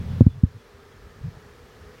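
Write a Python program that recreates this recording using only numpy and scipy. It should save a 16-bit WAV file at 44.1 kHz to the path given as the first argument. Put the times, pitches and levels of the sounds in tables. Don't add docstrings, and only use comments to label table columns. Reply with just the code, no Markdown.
import sys
import numpy as np
from scipy import signal
from scipy.fft import rfft, irfft
from scipy.io import wavfile
from scipy.ndimage import uniform_filter1d, minimum_filter1d

SR = 44100
rng = np.random.default_rng(int(sys.argv[2]) if len(sys.argv) > 2 else 0)


def dump(signal):
    limited = np.clip(np.atleast_2d(signal).T, -1, 1)
    pcm = np.round(limited * 32767).astype(np.int16)
    wavfile.write(sys.argv[1], SR, pcm)


N = 88200
T = np.arange(N) / SR
FREQS = np.fft.rfftfreq(N, 1 / SR)


def amp(db):
    return 10 ** (np.asarray(db) / 20)


def unit(x):
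    return x / np.sqrt(np.mean(x ** 2) + 1e-20)


def colour(points, hz):
    f, db = np.transpose(points)
    return amp(np.interp(np.log(hz + 1), np.log(f), db))


def fader(points):
    return amp(np.interp(T, *np.transpose(points)))


def noise(gain):
    return unit(irfft(rfft(rng.standard_normal(N)) * gain, N))


def wander(rate_hz):
    return noise(1 / (1 + (FREQS / rate_hz) ** 2))


def swell(centre, half_length):
    return np.exp(-.5 * ((T - centre) / half_length) ** 2)


def burst(centre, half_length, db, hz, octaves):
    shape = swell(centre, half_length)
    band = noise(1 / (1 + (np.log2((FREQS + 1) / hz) / octaves) ** 4))
    return amp(db) * unit(shape * band) * np.sqrt(np.mean(shape ** 2))


def bee(pitch, harmonics=24):
    # frequency in Hz, relative level in dB of a harmonic there.
    buzz = [(200, -5), (300, 2.5), (420, 6.5), (520, 3), (650, -16.5), (1000, -18.5), (1270, -1),
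            (1450, -13), (1750, -4.5), (2400, -25.5), (4000, -27), (6000, -26.5)]
    k = np.arange(1, harmonics + 1)
    cycle = np.linspace(0, 1, 512)
    partials = np.cos(2 * np.pi * (k[:, None] * cycle + rng.random((harmonics, 1))))
    wingbeat = colour(buzz, k * pitch.mean()) @ partials
    return np.interp(np.cumsum(pitch) / SR % 1, cycle, wingbeat)


def swarm(count=20, wing_hz=220.85, spread=.085, drift=.025, sway_db=.5):
    # time in seconds, level in dB.
    hum_level = [(0, -57), (.4, -53), (.8, -49.5), (1.4, -50.5), (1.65, -52.5), (2, -53.5)]
    hum = np.zeros(N)
    for place in np.linspace(-1, 1, count):
        own_hz = wing_hz * np.exp(spread * (place + place ** 3))
        pitch = own_hz * (1 + drift * wander(rate_hz=4))
        hum += bee(pitch) * amp(sway_db * wander(rate_hz=.99))
    return unit(hum) * fader(hum_level)


def air(level_db=-51, patch_db=.8):
    # frequency in Hz, relative level in dB.
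    air_eq = [(25, 0), (100, -7.5), (300, 4), (600, 1), (1000, -0.5), (1900, -4), (2600, -8.5),
              (4000, -10.5), (5600, -13), (8000, -20), (11000, -23), (16000, -24)]
    hz, _, spectra = signal.stft(rng.standard_normal(N), SR, nperseg=512)
    patches = uniform_filter1d(rng.standard_normal(spectra.shape), size=7, axis=0)
    patches = unit(uniform_filter1d(patches, size=10, axis=1))
    spectra = spectra * colour(air_eq, hz)[:, None] * amp(patch_db * patches)
    return amp(level_db) * unit(signal.istft(spectra, SR)[1][:N])


def finger_rub():
    # frequency in Hz, relative level in dB.
    rub_eq = [(25, -23.5), (55, -8), (85, 2), (160, -3.5), (240, -10.5), (320, -38.5), (480, -26),
              (900, -39.5), (1800, -42), (3500, -45), (6000, -59), (9000, -75), (16000, -67.5)]
    # time in seconds, level in dB.
    rub_level = [(0, -29), (.05, -33), (.12, -26.5), (.19, -31), (.215, -31.5), (.25, -54), (.3, -76)]
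    return noise(colour(rub_eq, FREQS)) * fader(rub_level)


def rumble():
    # frequency in Hz, relative level in dB.
    rumble_eq = [(20, -21.5), (45, 2), (80, 2), (135, -2.5), (200, -7.5), (300, -24), (600, -39.5),
                 (2000, -76)]
    # time in seconds, level in dB.
    rumble_level = [(0, -39.5), (.5, -45.5), (.64, -53.5), (.8, -51.5), (1.05, -42.5), (1.14, -49),
                    (1.22, -37), (1.4, -47.5), (1.6, -49.5), (1.74, -50.5), (1.83, -44.5), (2, -53)]
    return noise(colour(rumble_eq, FREQS)) * fader(rumble_level)


def peeps(waver=.011, sag_hz_per_s=820):
    # start in seconds, length in seconds, level in dB, pitch in Hz.
    calls = [(0.086, .06, -64.5, 3450), (0.281, 0.079, -61.5, 3450), (0.573, 0.068, -68, 3420),
             (.9, .05, -64.5, 3290)]
    out = np.zeros(N)
    for start, length, db, hz in calls:
        progress = np.clip((T - start) / length, 0, 1)
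        pitch = hz * (1 + waver * wander(rate_hz=120)) - sag_hz_per_s * length * (progress - .5)
        envelope = amp(db) * 2 * np.sin(np.pi * progress)
        out += envelope * np.sin(2 * np.pi * np.cumsum(pitch) / SR)
    return out


def case_thuds(push, low_hz=77.5, low_q=1.395, bass_cut_hz=56, shell_hz=248, shell_q=5.2, shell_mix=.71):
    jf = 1j * FREQS
    mic = jf ** 2 / (jf ** 2 + jf * low_hz / low_q + low_hz ** 2)
    bass_cut = jf / (jf + bass_cut_hz)
    shell = jf * shell_hz / shell_q / (jf ** 2 + jf * shell_hz / shell_q + shell_hz ** 2)
    return irfft(rfft(push) * mic * bass_cut * (1 + shell_mix * shell), N)


def bumps(clack_hz=517, clack_s=.0037, scuff_hz=1340, scuff_s=.0014, tick_s=.0007):
    # time in seconds, push signed by direction, half the contact time in seconds.
    knocks = [(0.2095, -2, 0.00081), (.2179, -1.5, 0.0012), (0.2678, -2.5, 0.0011), (0.4371, 2, 0.0012),
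              (0.746, 0.03, 0.0025), (1.061, 0.0447, 0.0036), (1.372, 0.04, .0016),
              (1.4619, 0.0236, 0.0011)]
    push, clack, grit, tick = np.zeros((4, N))
    hardest = min(contact for _, _, contact in knocks)
    for at, force, contact in knocks:
        push += force * swell(at, contact)
        bite = abs(force) * (hardest / contact) ** 5.6 * (T > at - contact)
        age = np.maximum(T - at + contact, 0)
        clack += np.sign(force) * bite * np.exp(-age / clack_s) * np.sin(2 * np.pi * clack_hz * age)
        grit += bite * np.exp(-abs(T - at) / scuff_s)
        tick += bite * np.exp(-abs(T - at) / tick_s)
    muffle = 1 / np.sqrt(1 + (FREQS / scuff_hz) ** 6)
    scuff = irfft(rfft(grit * noise(muffle)) * muffle, N)
    tick *= rng.standard_normal(N)
    return case_thuds(push) + amp(-19) * clack + amp(-28.5) * scuff + amp(-56) * tick


def shudders():
    # centre in seconds, half length in seconds, level in dB, band centre in Hz.
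    grip_shifts = [(0.253, 0.042, -22, 95), (0.364, 0.016, -28.5, 110), (0.47, 0.032, -32, 85.1),
                   (0.566, 0.018, -33, 100), (1.266, 0.019, -24, 115)]
    return sum(burst(*row, octaves=.44) for row in grip_shifts)


def near_bees(drift=.012):
    # centre and half length in seconds, level in dB, wingbeat in Hz, glide in Hz per second.
    flybys = [(0.819, 0.091, -53, 203, 10.5), (1.042, 0.094, -57, 211, 30), (1.424, 0.061, -54, 206, -18.5),
              (1.68, 0.16, -55.5, 247.3, 25), (1.878, 0.052, -51.5, 209.4, 15),
              (1.969, 0.095, -54, 250.3, 20)]
    out = np.zeros(N)
    for centre, half_length, db, hz, glide in flybys:
        pitch = (hz + glide * (T - centre)) * (1 + drift * wander(rate_hz=4))
        out += amp(db) * swell(centre, half_length) * unit(bee(pitch))
    return out


def rustles():
    # centre in seconds, half length in seconds, level in dB, band centre in Hz.
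    brushes = [(1.36, 0.02, -50.5, 780), (1.985, 0.0066, -55, 2100)]
    return sum(burst(*row, octaves=.48) for row in brushes)


def scene():
    bed = swarm() + air() + finger_rub() + rumble()
    return (bed + peeps() + bumps() + shudders() + near_bees() + rustles())[None]


def record(dry, ceiling=.98, recover_db_per_s=2, top_hz=16150):
    over_db = np.maximum(20 * np.log10(abs(dry[0]) / ceiling + 1e-9), 0)
    ahead_db = -minimum_filter1d(-over_db, size=200)
    recovery_db = recover_db_per_s * T
    held_db = np.maximum.accumulate(ahead_db + recovery_db) - recovery_db
    duck_db = uniform_filter1d(held_db, size=200)
    low_pass = signal.firwin(511, top_hz, window=("kaiser", 9), fs=SR)
    return signal.oaconvolve(dry * amp(-duck_db), low_pass[None], "same")


dry = scene()
out = record(dry)
dump(out)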